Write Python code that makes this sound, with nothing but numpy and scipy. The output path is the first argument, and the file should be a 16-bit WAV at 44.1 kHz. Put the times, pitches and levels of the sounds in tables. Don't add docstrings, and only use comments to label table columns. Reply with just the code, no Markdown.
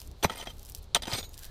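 import sys
import numpy as np
from scipy import signal
from scipy.fft import rfft, irfft
from scipy.io import wavfile
from scipy.ndimage import map_coordinates

SR = 44100
rng = np.random.default_rng(int(sys.argv[2]) if len(sys.argv) > 2 else 0)


def store_wav(level_fs):
    pcm = np.round(np.clip(np.atleast_2d(level_fs), -1, 1) * 32767)
    wavfile.write(sys.argv[1], SR, pcm.T.astype(np.int16))


def voltage_ratio(decibels):
    exponent = np.asarray(decibels, float) / 20
    return 10 ** exponent


N = 66150

# start_s, length_s, force_db, soil_share_db, steel_shake_db
BITES = [(0.2265, 0.019, -26.5, -5.5, -13.5), (0.2429, 0.0053, -26.5, 3, -32),
         (0.258, 0.035, -52.5, 2.5, -16), (0.295, 0.011, -39, 4, -18), (0.313, 0.026, -42, -2.5, -31),
         (0.348, 0.013, -47, 2, -8), (0.369, 0.022, -42.5, -6, -14), (0.394, 0.047, -43, -1, -20),
         (0.454, 0.0084, -48.5, -14, -2), (0.469, 0.0063, -42, 5.5, -28), (0.481, 0.031, -49.5, -6.5, -9.5),
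         (0.9463, 0.005, -21, -46, -20), (0.953, 0.016, -27.5, -4, -33), (0.98, 0.02, -55, 5, -22),
         (1.02, 0.0052, -33, -8, -15), (1.031, 0.0096, -36.5, -4, -19), (1.054, .006, -40, -8.5, -26),
         (1.0699, 0.013, -34.5, -2, -20), (1.09, 0.021, -35.5, -7.5, -14.5), (1.115, 0.012, -30, -5, -19),
         (1.132, 0.013, -29.5, -11, -5), (1.149, 0.04, -37, -5, -4.5), (1.182, 0.027, -39, -5.5, -10.5),
         (1.227, 0.021, -46.5, -7.5, -5)]
BITE_ATTACK_S, BITE_T60_S = 0.0011, 0.022
CRUNCH_PER_S, CRUNCH_SPREAD_DB = 9000, 3
# pitch_hz, level_db
STONE_TONE = [(350, -28.5), (600, -4.5), (1730, -20.5), (3780, -1.5), (5480, -4.5), (7000, -10),
              (14600, -38), (15400, -39)]
# pitch_hz, level_db
SOIL_TONE = [(80, -38.5), (200, 2), (380, 0), (700, 0.5), (1200, -5), (2500, -6), (5000, -19), (12000, -43)]
CHIP_HZ, CHIP_SPREAD, CHIP_CYCLES, CHIP_DB = 3220, 0.41, 4.4, -10.5

BLADE_HELD_HZ = [910, 1225, 2400, 3150, 3450, 3920, 5965, 7745, 8840, 9910, 11700, 13100, 13750, 14700]
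# level_db, t60_s
BLADE_HELD = [(-1.5, 0.037), (-5.5, 0.032), (-14, 0.025), (-3, 0.037), (-5, 0.047), (-8.5, 0.054),
              (-8, 0.048), (-15.5, 0.05), (-12, 0.031), (-19.5, 0.027), (-17.5, 0.051), (-20, 0.032),
              (-13.5, 0.032), (-19, 0.063),
              (-7, 0.045), (-7, 0.036), (-15, 0.07), (-19, .06), (-11, 0.044), (-23.5, 0.098), (-13.5, 0.07),
            (-19.5, 0.036), (-16, .07)]
BLADE_FREE_HZ = [2239, 3585, 4300, 6492, 6760, 7208, 8258, 8866, 9916, 11700, 12100, 13080, 13710, 14820]
# level_db, t60_s
BLADE_FREE = [(-10, 0.084), (-1, 0.072), (-4, 0.045), (-7.5, 0.29), (-11, 0.39), (-24, .15), (-7, 0.18),
              (-11.5, 0.08), (-23, 0.15), (-17, 0.12), (-10, 0.16), (-18, 0.16), (-19, 0.13), (-13.5, 0.2),
              (-6, .07), (-10, 0.068), (-19, .04), (-10.5, 0.065), (-19, 0.067), (-26, .13), (-32, .13),
            (-31, .13), (-15, .12)]
MORE_HELD_HZ = [1900, 2100, 4920, 5530, 6500, 6720, 8280, 10400, 12700]
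MORE_FREE_HZ = [3930, 4900, 5620, 6020, 7720, 9200, 10700, 11000, 12600]
# pitch_hz, level_db
STEEL_TOP = [(14900, 0), (15300, -35)]
FREED_S, FREED_RISE_S, HELD_SHARE = 1.129, 0.026, 0.17
HELD_DB, FREE_DB = -15, -8.5
DAMP_DB, DAMP_PER_S = 3.5, 40

# start_s, peak_db, pitch_hz,
# t60_s
KNOCKS = [(0.2293, -23.5, 4000, 0.013), (.2295, -26, 5800, 0.017), (0.236, -19.5, 12000, 0.0073),
          (.2385, -21.5, 8940, 0.027), (0.2457, -21, 6010, 0.02), (0.246, -18, 3940, 0.033),
          (0.2556, -19, 1880, 0.011), (0.2976, -23.5, 3200, 0.026), (0.298, -30, 1910, .04),
          (.318, -31, 1960, .035), (0.358, -35, 8930, 0.012), (.3575, -39, 14000, .01),
          (0.358, -37, 10000, .012), (0.379, -33, 8970, .014), (0.379, -33, 13400, .014),
          (0.4125, -25.5, 3090, 0.028), (.426, -32, 2070, 0.02), (0.462, -36, 1900, 0.047),
          (0.472, -30, 3216, 0.071), (0.9468, -9, 3700, .014), (.9485, -5.5, 3700, 0.015),
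          (0.9476, -9.5, 5980, .018), (0.9475, -12, 8350, 0.025), (.9472, -17, 9860, 0.031),
          (0.949, -23, 13200, 0.016), (0.9484, -22, 12300, .015), (0.9593, -15, 3180, 0.03),
          (0.9669, -17, 3120, .022), (1.0218, -27, 4780, .02), (1.023, -32.5, 9950, .025),
          (1.034, -24.5, 3710, 0.02), (1.055, -30, 3140, .02), (1.0732, -29, 3800, .025),
          (1.1161, -21, 4310, 0.027), (1.1326, -20, 4850, .03), (1.1337, -22.5, 4270, .03),
          (1.2291, -27, 3550, 0.026)]
CRACK_DB = -9
# start_s, peak_db, pitch_hz, t60_s
THUDS = [(.247, -9, 890, 0.018), (.2445, -18.5, 593, 0.038), (.25, -13, 174.5, 0.033),
         (0.245, -25.5, 82, 0.1), (.298, -27.5, 1293, 0.039), (.958, -21.5, 570, 0.009),
         (.9595, -24, 1240, 0.048), (.964, -24.5, 900, 0.022), (.966, -27, 560, 0.031),
         (1.078, -26.5, 227, 0.04), (1.132, -25, 109, 0.07)]
# start_s, peak_db, pitch_hz
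PEBBLES = [(0.0024, -30.5, 5300), (0.0207, -55, 5600), (0.063, -45, 5530), (0.0749, -36, 11470),
           (0.1144, -39.5, 5800), (0.545, -51, 6400), (.558, -48, 11000), (.5832, -42, 5590),
           (0.595, -35, 6250), (0.63, -30.5, 5730), (0.6506, -33, 5170), (0.658, -30, 5280),
           (0.667, -33, 5270), (0.692, -39, 11000), (0.6985, -27, 13600), (0.6974, -35.5, 9100),
           (0.7135, -45, 12500), (0.721, -33, 5500), (0.7491, -22, 6260), (0.752, -30, 8900),
           (0.764, -32, 5500), (.7714, -43, 11500), (.7765, -41, 12000), (.7835, -40, 12500),
           (0.7883, -40, 9000), (0.8271, -39, 11600), (0.832, -41, 8900), (0.8422, -45, 6030),
           (1.293, -36.5, 12000), (1.324, -51, 14000), (1.3323, -40, 9000), (1.3374, -37, 12900),
           (1.342, -31, 5570), (1.3458, -35, 8200), (1.378, -29.5, 5500), (1.3917, -28, 5600),
           (1.4038, -44, 11900), (1.414, -42, 12000), (1.4233, -41, 9000), (1.4446, -28.5, 4130),
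           (1.454, -33, 5500)]
# time_s, level_db
TRICKLE = [(0, -55), (.1, -69), (.17, -74), (.22, -69), (.48, -68), (.55, -64), (.7, -62.5), (.788, -65.5),
           (.8, -75), (.94, -87), (1.28, -84), (1.33, -60.5), (1.36, -66), (1.44, -53.5), (1.5, -60)]
# pitch_hz, level_db
GRIT_TONE = [(1500, -9.5), (3500, -2), (6000, -2), (10000, -5), (14000, -3.5), (16500, -7.5)]
GRIT_PER_S, GRIT_SPREAD_DB = 700, 5

# time_s, level_db
WIND = [(0.0, -51), (1.386, -51.5), (1.5, -51.5)]
# pitch_hz, level_db
WIND_TONE = [(8.8, -31), (15, -4), (64, -8), (86, -12), (231, -31), (349, -30.5), (400, -27.5), (520, -44),
             (880, -120)]
# pitch_hz, level_db
AIR_TONE = [(88, -36.5), (150, -2.5), (383, -17), (466, -6), (716, -9.5), (821, -9.5), (1830, -22.5),
            (3920, -21), (16000, -49.5)]
AIR_DB, INSECT_HZ, INSECT_WIDTH_HZ, INSECT_DB = -61.5, 3970, 560, -68.5
# start_s, end_s, pitch_hz, width_hz, level_db
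FAR_WHIRR = (1.35, 1.55, 1640, 130, -62)
SCATTER_DB, SCATTER_T60_S = -10, 0.045
# pitch_hz, level_db
MIC_TONE = [(14500, -1.5), (15300, -4), (16000, -16), (16700, -55)]


def blade():
    t = np.arange(N) / SR
    start, length, force_db, soil_db, shake_db = np.transpose(BITES)[:, :, None]
    attack = np.clip((t - start) / BITE_ATTACK_S, 0, 1)
    bite = attack * voltage_ratio(force_db - 60 * np.clip(t - start - length, 0, 1) / BITE_T60_S)
    force = bite.sum(0)
    soil_force = (bite * voltage_ratio(soil_db)).sum(0)
    shake = (bite * voltage_ratio(shake_db + 5.5)).sum(0)

    push = grains(CRUNCH_PER_S, CRUNCH_SPREAD_DB) * voltage_ratio(2.3 * wobble(200))
    freed = np.clip((t - FREED_S) / FREED_RISE_S, HELD_SHARE, 1)
    held_drive = push * (force + shake) * (1.1 - freed)
    held = steel(held_drive, BLADE_HELD_HZ + MORE_HELD_HZ, BLADE_HELD, 3.37)
    loose = steel(push * shake * freed, BLADE_FREE_HZ + MORE_FREE_HZ, BLADE_FREE, 2.2)
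    ringing = coloured(voltage_ratio(HELD_DB) * held + voltage_ratio(FREE_DB) * loose, STEEL_TOP)

    soil_push = grains(CRUNCH_PER_S / 3, CRUNCH_SPREAD_DB) * voltage_ratio(2.0 * wobble(149.55))
    soil = voltage_ratio(-4.0) * coloured(soil_push * soil_force, SOIL_TONE)
    stone = voltage_ratio(-13.5) * coloured(push * force, STONE_TONE)
    return stone + voltage_ratio(CHIP_DB) * chips(1500) * force + soil + ringing


def steel(drive, pitches, modes, shift_db):
    shift = voltage_ratio(shift_db * wobble(50.4))
    damp = voltage_ratio(DAMP_DB * wobble(DAMP_PER_S))

    def turn(curve):
        return np.roll(curve, int(rng.random() * N))

    total = np.zeros(N)
    for hz, (db, t60) in zip(pitches, modes):
        total += voltage_ratio(db) * turn(damp) * mode(drive * turn(shift), hz, t60)
    return total


def chips(count):
    u, t = rng.random((count, 3)), np.arange(200) / SR
    hz = np.clip(CHIP_HZ * np.exp(CHIP_SPREAD * rng.standard_normal((count, 1))), 500, 14000)
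    strength_db = -4 * np.log(u[:, 1:2] + 0.023)
    notes = voltage_ratio(strength_db - 60 * t * hz / CHIP_CYCLES) * np.sin(2 * np.pi * hz * t)
    at = (u[:, :1] * N).astype(int) + np.arange(len(t))
    return unit(np.bincount(at.ravel(), notes.ravel(), N)[:N])


def stones():
    fade_db = -60 * np.arange(4000) / SR / 0.0088
    notes, cracks = [], []
    for s, db, hz, t60 in KNOCKS:
        notes.append((s, voltage_ratio(db - 6.0) * ring(hz, t60, size=4000)))
        cracks.append((s, voltage_ratio(db + CRACK_DB - 4 + fade_db) * rng.standard_normal(4000)))
    return place(notes) + coloured(place(cracks), STONE_TONE)


def thuds():
    t = np.arange(16000) / SR
    return place((s, voltage_ratio(db) * ring(hz, t60) * (1 - np.exp(-t * hz * 4.9))) for s, db, hz, t60 in THUDS)


def pebbles():
    t = np.arange(900) / SR
    envelope = 0.9 * voltage_ratio(-60 * t / 0.00094) + 0.072 * voltage_ratio(-60 * t / 0.046)

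    def tick(db, hz):
        b, a = signal.butter(2, hz / SR, 'high')
        thin = unit(signal.lfilter(b, a, rng.standard_normal(900)))
        return voltage_ratio(db) * (0.33 * ring(hz, 0.0038, size=900) + thin * envelope)

    ticks = place((s, tick(db, hz)) for s, db, hz in PEBBLES)
    level_db, = curves(TRICKLE)
    grit = grains(GRIT_PER_S, GRIT_SPREAD_DB) + 0.85 * rng.standard_normal(N)
    return coloured(ticks + voltage_ratio(level_db + 2.9 * wobble(59.5)) * grit, GRIT_TONE)


def field():
    t = np.arange(N) / SR
    wind_db, = curves(WIND)
    wind = voltage_ratio(wind_db + 4.0 + 2.66 * wobble(13.68)) * unit(coloured(rng.standard_normal(N), WIND_TONE))
    air = voltage_ratio(AIR_DB + 0.23 * wobble(3.8)) * unit(coloured(rng.standard_normal(N), AIR_TONE))
    insects = voltage_ratio(INSECT_DB + 2.0 * wobble(30.4)) * band(INSECT_HZ, INSECT_WIDTH_HZ)
    start, end, hz, width, db = FAR_WHIRR
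    fade = np.clip(np.minimum(t - start, end - t) / 0.022, 0, 1)
    whirr = voltage_ratio(db + 3.8 * wobble(40.18)) * fade * band(hz, width)
    return wind + air + insects + whirr


def band(hz, width):
    return unit(mode(rng.standard_normal(N), hz, 1.4 / width))


def mode(x, hz, t60):
    r = voltage_ratio(-60 / t60 / SR)
    gain = np.sqrt(1 - r * r)
    poles = [1, -2 * r * np.cos(2 * np.pi * hz / SR), r * r]
    return signal.lfilter([gain, 0, -gain], poles, x) / np.sqrt(2)


def ring(hz, t60, size=16000):
    t = np.arange(size) / SR
    return np.sin(2 * np.pi * hz * t) * voltage_ratio(-60 * t / t60)


def grains(rate, spread_db):
    chance, sign, size = rng.random((3, N))
    return unit((chance < rate / SR) * np.sign(sign - .5) * voltage_ratio(-spread_db * np.log(size + 0.0073)))


def coloured(x, points):
    f, v = np.transpose(points)
    hz = np.fft.rfftfreq(8192, 1 / SR)
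    cep = irfft(np.log(voltage_ratio(np.interp(np.log(hz + 1), np.log(f + 1), v)) + 1e-6))
    cep[1:4096] *= 2
    cep[4097:] = 0
    h = irfft(np.exp(rfft(cep)))
    return signal.fftconvolve(x, h / np.linalg.norm(h))[:N]


def place(rows):
    out = np.zeros(N + SR)
    for s, v in rows:
        out[round(s * SR):][:len(v)] += v
    return out[:N]


def curves(rows):
    s, *cols = np.transpose(rows)
    return [np.interp(np.arange(N) / SR, s, c) for c in cols]


def wobble(rate):
    return map_coordinates(rng.standard_normal(int(N * rate / SR) + 4), [np.arange(N) * rate / SR])


def unit(x):
    return x / np.sqrt(np.mean(x ** 2) + 1e-20)


def scene():
    near, ticks = blade() + stones(), pebbles()
    tail = rng.standard_normal(4000) * voltage_ratio(-60 * np.arange(4000) / SR / SCATTER_T60_S)
    wet = signal.fftconvolve(near + voltage_ratio(-1.5) * ticks, tail / np.linalg.norm(tail))[:N]
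    return (near + ticks + thuds() + voltage_ratio(SCATTER_DB) * wet + field())[None]


def band_limit(x):
    return signal.sosfilt(signal.butter(12, 16590, fs=SR, output="sos"), x)


def record(dry):
    mix = 0.84 * coloured(dry[0], MIC_TONE)[None]
    return band_limit(mix)


dry = scene()
out = record(dry)
store_wav(out)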